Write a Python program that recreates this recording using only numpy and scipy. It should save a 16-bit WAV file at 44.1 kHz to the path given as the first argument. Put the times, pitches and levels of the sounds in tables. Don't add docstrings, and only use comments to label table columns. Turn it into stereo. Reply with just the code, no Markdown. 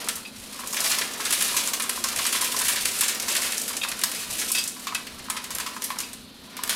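import sys
import numpy as np
from scipy import signal
from scipy.fft import rfft, irfft
from scipy.io import wavfile
from scipy.ndimage import uniform_filter1d

SR = 44100
rng = np.random.default_rng(int(sys.argv[2]) if len(sys.argv) > 2 else 0)


def log_audio(samples):
    frames = np.atleast_2d(samples).T
    limited = np.clip(frames, -1, 1)
    pcm = np.round(limited * 32767).astype(np.int16)
    wavfile.write(sys.argv[1], SR, pcm)


def gain_from_decibels(decibels):
    exponent = np.asarray(decibels, float) / 20
    return 10 ** exponent


N = 297675

# time in seconds, level of the bag film in dB, level of the tumbling beans in dB.
RUSTLE_LEVELS = [(0.0, -33.5, -35), (0.25, -46.5, -51), (0.55, -39, -41.5), (0.72, -33.5, -41),
                 (0.76, -33, -33.5), (0.89, -23.5, -33), (1.08, -38.5, -38), (1.41, -26.5, -35.5),
                 (1.65, -27.5, -36), (1.87, -39, -40), (1.96, -31, -38), (2.03, -37, -38.5),
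                 (2.2, -28, -36), (2.89, -29, -37.5), (3.12, -37.5, -40), (3.36, -29.5, -34.5),
                 (3.6, -31.5, -39.5), (3.97, -40.5, -40.5), (4.1, -36.5, -40), (4.45, -27.5, -41),
                 (4.7, -41.5, -45), (5.02, -47, -44.5), (6.0, -43, -42), (6.24, -54, -59),
                 (6.58, -53.5, -45), (6.75, -36, -33.5)]


def snaps():
    # start in seconds, relative level of the crisp part in dB,
    # middle part re crisp in dB, decay time constant of the crisp part in ms, brightest pitch in Hz.
    loud_creases = [(0.0851, -6, -9.5, 6.6, 8900), (0.154, -14.5, -31, 7.7, 10100),
                    (0.6723, -13, -35, 4.3, 11300), (0.726, -17.5, -15, 17, 6300),
                    (0.7648, -16, -3.5, 16, 5700), (0.8023, -7.5, -27, 9.1, 4700),
                    (0.84, -13.5, -7.5, 12, 4670), (0.859, -9.5, -9, 7.9, 4820),
                    (0.894, -12.5, -15, 6, 7500), (0.9136, -11.5, -6, 21, 5330),
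                    (0.9849, -7, -12.5, 8.3, 4650), (1.0115, -16.5, 0, 8.3, 7540),
                    (1.134, -21, -11, 8.2, 5580), (1.2015, -20, -4.5, 13, 5300),
                    (1.251, -14.5, -5, 15, 8410), (1.307, -12, -8, 6, 8520), (1.3235, -8, -7.5, 15, 10500),
                    (1.4083, -11, -5, 6.4, 9650), (1.422, -3.5, -13, 3.8, 11500),
                    (1.484, -19, -2, 13, 4960), (1.564, -9.5, -10, 24, 6200), (1.673, -11, -11, 4.1, 6800),
                    (1.7337, -6.5, -12.5, 6.8, 5300), (1.7962, -14.5, -6, 11, 10200),
                    (1.8202, -15.5, -12, 19, 8950), (1.8923, -10, -9.5, 8.2, 10100),
                    (2.0382, -6, -13, 7.5, 5940), (2.0847, -14, -7.5, 10, 4610), (2.16, -8, -8, 3.3, 8500),
                    (2.1861, -14.5, -0.5, 8.3, 6200), (2.2502, -13.5, -4.5, 6.9, 4670),
                    (2.2634, -8.5, -8.5, 9.8, 9300), (2.3243, -12, -3, 8.8, 10200),
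                    (2.35, -13.5, -4, 13, 8960), (2.4092, -11, -8.5, 17, 8890),
                    (2.4432, -10.5, -9, 12, 10500), (2.5636, -9.5, -11, 9.7, 5450),
                    (2.5876, -11.5, -16, 17, 8110), (2.6148, -10.5, -4, 6.1, 10000),
                    (2.6466, -12, -10, 15, 10100), (2.6816, -10, -8.5, 24, 10000),
                    (2.757, -14, -5, 22, 5000), (2.8542, -5.5, -7, 4.4, 9970), (2.8817, -15, -8, 7, 7000),
                    (2.9868, -16.5, -13, 16, 8500), (3.0077, -4.5, -10.5, 9.7, 9400),
                    (3.033, -11.5, -6.5, 13.4, 7900), (3.0792, -10, -9.5, 20, 7670),
                    (3.1457, -14, -11, 7.2, 4870), (3.197, -11, -12.5, 8.1, 5570),
                    (3.2215, -16, -15, 8.6, 9190), (3.2806, -14, -7.5, 23, 6850),
                    (3.3504, -10.5, -5, 7.7, 8830), (3.3645, -8.5, -5, 3.8, 9490),
                    (3.4169, -17, -5.5, 38, 8300), (3.5197, -13.5, -2.5, 5.5, 8790),
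                    (3.5788, -13, -19, 8.8, 7200), (3.6146, -11.5, -27, 5.8, 9200),
                    (3.678, -18, -9.5, 21, 10300), (3.766, -11, -13, 7.4, 6940),
                    (3.8319, -21, 2, 9.4, 4840), (3.8845, -14.5, -16, 11, 10200),
                    (3.915, -15.5, -2.5, 4.8, 5920), (3.991, -18, -10, 6.9, 9170),
                    (4.0132, -16, -3.5, 5.2, 8330), (4.0355, 0.5, -16, 6, 4600),
                    (4.114, -18.5, -5, 8.2, 10400), (4.2295, -18.5, -7.5, 5.4, 4600),
                    (4.3942, -15.5, -18, 20, 5580), (4.5164, -2, -31, 5, 10000),
                    (4.5479, -11.5, -11, 17, 4810), (4.583, -7.5, -16, 8.2, 4830),
                    (4.638, -12.5, -29, 7.5, 6310), (4.675, -14.5, -31, 12.6, 7700),
                    (4.7947, -26.5, -10, 8.6, 7700), (4.8687, -21.5, -1.5, 12, 6940),
                    (4.9461, -11.5, -1, 4.9, 9800), (5.0669, -18.5, -5.5, 4.5, 4820),
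                    (5.1922, -28, -2, 5.7, 7350), (5.2985, -9.5, -7.5, 6.5, 9700),
                    (5.3644, -22.5, 0.5, 10, 8910), (5.441, -17.5, -6, 5, 7360), (5.506, -19, -9, 13, 6900),
                    (5.5483, -13, -16, 8.1, 11100), (5.5983, -17, -4, 9.5, 8660),
                    (5.662, -20, -6, 13, 4520), (5.7624, -25, -13, 10, 5540),
                    (5.8193, -18.5, -11, 11, 5760), (5.8395, -12.5, -15.5, 11.5, 11100),
                    (5.902, -25, -2, 10.5, 8200), (5.985, -12.5, -10, 6.9, 6240),
                    (6.0012, -12.5, -11, 7.6, 8500), (6.13, -23, -11, 9.1, 8850),
                    (6.566, -28.5, -1, 17, 12300), (6.6343, -13, -13, 4.8, 11000),
                    (6.6747, -28, 0.5, 7.1, 8320), (6.6928, -10.5, -6.5, 14, 9000)]
    small_middle_db, small_ms = -6.5, 9.2
    low_hz, high_hz = 4600, 10500
    s, db, size = at_random(count=30, column=1, re_db=12)
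    small_hz = low_hz * (high_hz / low_hz) ** size
    small = [s, db, np.full(len(s), small_middle_db), np.full(len(s), small_ms), small_hz]
    s, db, middle_db, ms, hz = np.hstack([np.transpose(loud_creases), small])
    crisp = bursts(s + 0.0006, db, ms / 1000, rise_s=0.00038, grain_db=2.5, pitch_hz=hz)
    middle = bursts(s + 0.0008, db + middle_db, 1.66 * ms / 1000, rise_s=0.002, grain_db=2.5)
    return gain_from_decibels(-12) * band(crisp, 4600, 12300) + gain_from_decibels(-4.5) * band(middle, 1440, 5120)


def cracks():
    # start in seconds, relative level in dB.
    sharp_starts = [(0.7451, -8), (1.307, -5.5), (1.425, -7), (1.735, -7), (2.086, -11), (2.6831, -4),
                    (2.8552, -5), (3.01, -8), (3.1981, -15), (4.0365, -0.5), (4.871, -18), (4.948, -21),
                    (5.441, -18), (5.5058, -14), (5.585, -7), (5.8212, -13), (6.001, -20), (6.5685, -15),
                    (6.637, -6.5), (6.677, -13), (6.695, -2)]
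    s, db = np.transpose(sharp_starts)
    sign = rng.choice([-1, 1], (len(s), 2))
    middle_and_side = np.array([[1.1], [0.8]])
    out = np.zeros((2, N))
    for delay_s, click_db in [(0, 4.5), (0.0006, -4.5), (0.0017, 1)]:
        at = ((s + delay_s) * SR).astype(int)
        out[:, at] += gain_from_decibels(db + click_db) * sign.T * middle_and_side
    return band(out, 1300, 13400)


def rustle():
    # frequency in Hz, relative density in dB per Hz.
    film_colour = [(1470, -16.5), (2500, 1), (3370, 0), (10300, 2), (15100, -8.5), (16100, -24),
                   (16500, -15)]
    # frequency in Hz, relative density in dB per Hz.
    bean_colour = [(500, -27), (850, -11.5), (979, 4), (1440, -6), (2020, -10), (3380, -8.5), (5000, -9),
                   (6500, -19), (11000, -120)]
    s, film_db, beans_db = np.transpose(RUSTLE_LEVELS)
    t = np.arange(N) / SR
    film = unit(colour(grains(per_s=660, scatter_db=2.5, smear_s=0.01), film_colour))
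    tumble = grains(per_s=250, scatter_db=2.0, smear_s=0.02)
    beans = unit(colour(tumble, bean_colour)) + gain_from_decibels(-5) * unit(hollow(tumble))
    heap = gain_from_decibels(-8.5) * unit(band(grains(per_s=1300, scatter_db=3.5, smear_s=0.01), 273, 770))
    film_level = gain_from_decibels(np.interp(t, s, film_db))
    beans_level = gain_from_decibels(np.interp(t, s, beans_db))
    return film * film_level + (beans + heap) * beans_level


def knocks():
    # start in seconds, relative level in dB.
    landings = [(0.074, -23), (0.592, -29.5), (0.635, -29), (0.74, -31), (0.852, -25.5), (0.91, -23.5),
                (0.932, -29), (0.981, -28.5), (1.199, -25), (1.522, -27), (1.564, -27), (1.734, -25),
                (1.797, -25), (1.893, -27.5), (1.975, -26), (2.043, -22.5), (2.195, -24), (2.253, -24.5),
                (2.346, -24.5), (2.427, -27.5), (2.611, -23), (2.696, -22.5), (2.746, -32), (3.025, -26),
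                (3.281, -28), (3.703, -30.5), (3.848, -24.5), (4.038, -26), (4.869, -23.5), (4.923, -25.5),
                (5.284, -30), (5.3, -19.5), (5.356, -30), (5.37, -26), (5.507, -29), (5.587, -29),
                (5.599, -24), (5.661, -27), (5.674, -29), (5.764, -25), (5.903, -21.5), (5.967, -30.5),
                (6.59, -28), (6.673, -33)]
    small = at_random(count=30, column=2, re_db=7)[:2]
    s, db = np.hstack([np.transpose(landings), small])
    return gain_from_decibels(28.5) * hollow(strikes(s, db, chatter_db=-19, chatter_s=0.0064))


def hollow(x):
    # resonance in Hz, width in Hz, relative level in dB.
    air_modes = [(1015, 83, 0), (1086, 180, 4), (1262, 65, -3.5), (1570, 230, -10.5)]
    rings = 0
    for hz, width, db in air_modes:
        rings = rings + gain_from_decibels(db) * signal.lfilter(*signal.iirpeak(hz, hz / width, SR), x)
    return signal.sosfilt(signal.butter(5, 860, "high", fs=SR, output="sos"), rings)


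def clinks():
    # start in seconds, relative level in dB,
    # middle modes re lowest in dB, top modes re lowest in dB.
    rim_blows = [(0.2508, -41.5, -5, -9), (3.8138, -35, -1, -20), (3.8314, -35, -2, -15),
                 (3.845, -47.5, 0, -20), (3.87, -46, -3, -20), (4.547, -32, -5, -2),
                 (4.574, -33.5, 0, -0.5), (4.5864, -38, 3, 2), (4.6144, -44, 0, -2), (4.8727, -44, 0, -10),
                 (4.9483, -38, -4, -18), (6.032, -40.5, -5, -10)]
    # frequency in Hz, relative level in dB, time to fall by 60 dB in seconds.
    rim_modes = [(2584, 13, 0.045), (3290, 13, 0.019), (3720, 11, 0.038), (4820, 16, 0.055),
                 (5770, 2, .025), (8430, 8.5, 0.03)]
    s, db, middle_db, top_db = np.transpose(rim_blows)
    t, out = np.arange(6000) / SR, 0
    for hz, mode_db, t60 in rim_modes:
        if hz < 3000:
            spot_db = 0
        elif hz < 4200:
            spot_db = middle_db
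        else:
            spot_db = top_db
        ring = gain_from_decibels(mode_db - 60 * t / t60) * np.sin(2 * np.pi * hz * t)
        blows = strikes(s, db + spot_db, chatter_db=-14.5, chatter_s=0.012)
        out = out + signal.oaconvolve(blows, ring[None], axes=1)[:, :N]
    return gain_from_decibels(-5) * out


def strikes(times, db, chatter_db, chatter_s):
    out = bursts(times, db + chatter_db, np.full(len(times), chatter_s), rise_s=0.0013, grain_db=2.5)
    contact = ((times + 0.001) * SR).astype(int)
    out[:, contact] += gain_from_decibels(db) * rng.choice([-1, 1], (len(times), 2)).T
    return out


def bursts(times, db, length_s, rise_s, grain_db, pitch_hz=None):
    t = np.arange(4000) / SR
    out = np.zeros((2, N + len(t)))
    for k, (s, gain, fall) in enumerate(zip(times, gain_from_decibels(db), np.maximum(length_s, 0.001))):
        ticks = gain_from_decibels(grain_db * np.repeat(rng.standard_normal(100), 40))
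        shape = (1 - np.exp(-t / rise_s)) * np.exp(-t / fall)
        blow = gain * shape * ticks * pair(len(t))
        if pitch_hz is not None:
            peak = signal.lfilter(*signal.iirpeak(pitch_hz[k], 2.5, SR), blow)
            blow = 1.09 * blow + 1.03 * peak
        start = int(s * SR)
        out[:, start:start + len(t)] += blow
    return out[:, :N]


def grains(per_s, scatter_db, smear_s):
    k = 300
    cluster = np.repeat(rng.exponential(size=N // k + 1), k)[:N]
    chosen = rng.random(N) < cluster * per_s / SR
    ticks = chosen * gain_from_decibels(scatter_db * np.minimum(rng.exponential(size=N), 3.2))
    t = np.arange(2600) / SR
    power = signal.oaconvolve(ticks ** 2, np.exp(-2 * t / smear_s))[:N]
    return np.sqrt(np.abs(power)) * pair(N)


def at_random(count, column, re_db):
    scatter_db = 4
    when, scatter, spare = rng.random((count, 3)).T
    s = when * (N / SR - 0.01)
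    levels = np.array(RUSTLE_LEVELS)
    level_db = np.interp(s, levels[:, 0], levels[:, column])
    return s, level_db + re_db + scatter_db * (2 * scatter - 1), spare


def room(x, t60_s, treble_t60_s, wet_db):
    hop = 8192
    t = np.arange(2 * hop) / SR
    onset = 1 - np.exp(-t / 0.0022)
    padded = np.pad(x, ((0, 0), (hop, 2 * hop)))
    wet = np.zeros((2, N + 6 * hop))
    for i in range(0, N + hop, hop):
        noise = pair(len(t))
        dull = signal.sosfilt(signal.butter(1, 3000, fs=SR, output="sos"), noise)
        treble = noise - dull
        echo = (dull * gain_from_decibels(-60 * t / t60_s) + treble * gain_from_decibels(-60 * t / treble_t60_s)) * onset
        echo = echo / np.sqrt(np.sum(echo ** 2) / 2)
        part = padded[:, i:i + 2 * hop] * np.sqrt(np.hanning(2 * hop))
        wet[:, i:i + 4 * hop - 1] += signal.fftconvolve(part, echo, axes=1)
    return x + gain_from_decibels(wet_db) * wet[:, hop:hop + N]


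def appliance():
    # frequency in Hz, relative rms level in dB.
    motor_tones = [(212, -55.5), (240, -54), (265, -56.5)]
    # frequency in Hz, relative density in dB per Hz.
    air_colour = [(25, -13.5), (60, -6.5), (130, -6.5), (220, 1), (330, -5.5), (700, -15), (2200, -17),
                  (4200, -5.5), (7000, -31), (12500, -22), (16000, -51)]
    t = np.arange(N) / SR
    waver = uniform_filter1d(rng.standard_normal((len(motor_tones), N)), 9000) * 20
    tones = 0
    for (hz, db), w in zip(motor_tones, waver):
        tones = tones + gain_from_decibels(db) * np.sqrt(2) * np.sin(2 * np.pi * hz * t + w)
    air = gain_from_decibels(-46) * unit(colour(pair(N), air_colour))
    lows = signal.sosfilt(signal.butter(2, 140, fs=SR, output="sos"), air)
    drift = uniform_filter1d(uniform_filter1d(rng.standard_normal(N), 4000), 4000)
    lows_gain = gain_from_decibels(4.75 * unit(drift))
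    middle_and_side = np.array([[1], [0.15]])
    return tones * middle_and_side + air + (lows_gain - 1) * lows


def spread(x):
    # frequency in Hz, left-right likeness from 0 to 1.
    likeness = [(60, 0.85), (200, 0.86), (1000, 0.8), (2500, 0.33), (6000, 0.02), (14000, 0.64)]
    # frequency in Hz, left minus right in dB.
    balance = [(60, -2), (110, -0.5), (200, -0.5), (380, 0.5), (700, 1), (1290, 0.5), (2380, -1),
               (4400, -1.5), (8120, -2), (15000, 1)]
    # frequency in Hz, phase by which the left leads in radians.
    left_lead = [(0, -0.44), (1290, 0.25), (2670, -0.7), (10300, -1.14), (16400, -1.3)]
    hz = np.linspace(0, SR / 2, N // 2 + 1)
    alike = np.clip(along(likeness, hz), 0, 1)
    lean = along(balance, hz) / 2
    mid, side = rfft(x) * np.sqrt([(1 + alike) / 2, (1 - alike) / 2])
    left = (mid + side) * gain_from_decibels(lean) * np.exp(1j * along(left_lead, hz))
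    right = (mid - side) * gain_from_decibels(-lean)
    return irfft(np.array([left, right]), N)


def along(table, hz):
    f, v = np.transpose(table)
    return np.interp(np.log(hz + 1), np.log(f + 1), v)


def colour(x, table):
    log_gain = along(table, np.linspace(0, SR / 2, 513)) * np.log(10) / 20
    c = irfft(log_gain)
    c[1:512], c[513:] = 2 * c[1:512], 0
    response = irfft(np.exp(rfft(c)))
    return signal.oaconvolve(x, response[None], axes=1)[:, :N]


def band(x, lo_hz, hi_hz):
    sos = signal.butter(2, [lo_hz, hi_hz], "band", fs=SR, output="sos")
    return signal.sosfilt(sos, x) / np.sqrt(2 * (hi_hz - lo_hz) / SR)


def pair(length):
    return rng.standard_normal((2, length))


def unit(x):
    return x / np.sqrt(np.mean(x ** 2))


def scene():
    rim = clinks()
    close = snaps() + cracks() + knocks() + rustle() + 0.5 * rim
    echoed = room(close, t60_s=0.49, treble_t60_s=0.34, wet_db=-5.0)
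    return spread(echoed + 0.35 * rim + appliance())


def top_cut(x):
    return signal.sosfilt(signal.butter(12, 16820, fs=SR, output="sos"), x)


def record(dry):
    rounded = np.tanh(dry)
    low_passed = signal.sosfilt(signal.ellip(8, 0.2, 60, 15750, fs=SR, output="sos"), rounded)
    return top_cut(low_passed)


dry = scene()
out = record(dry)
log_audio(out)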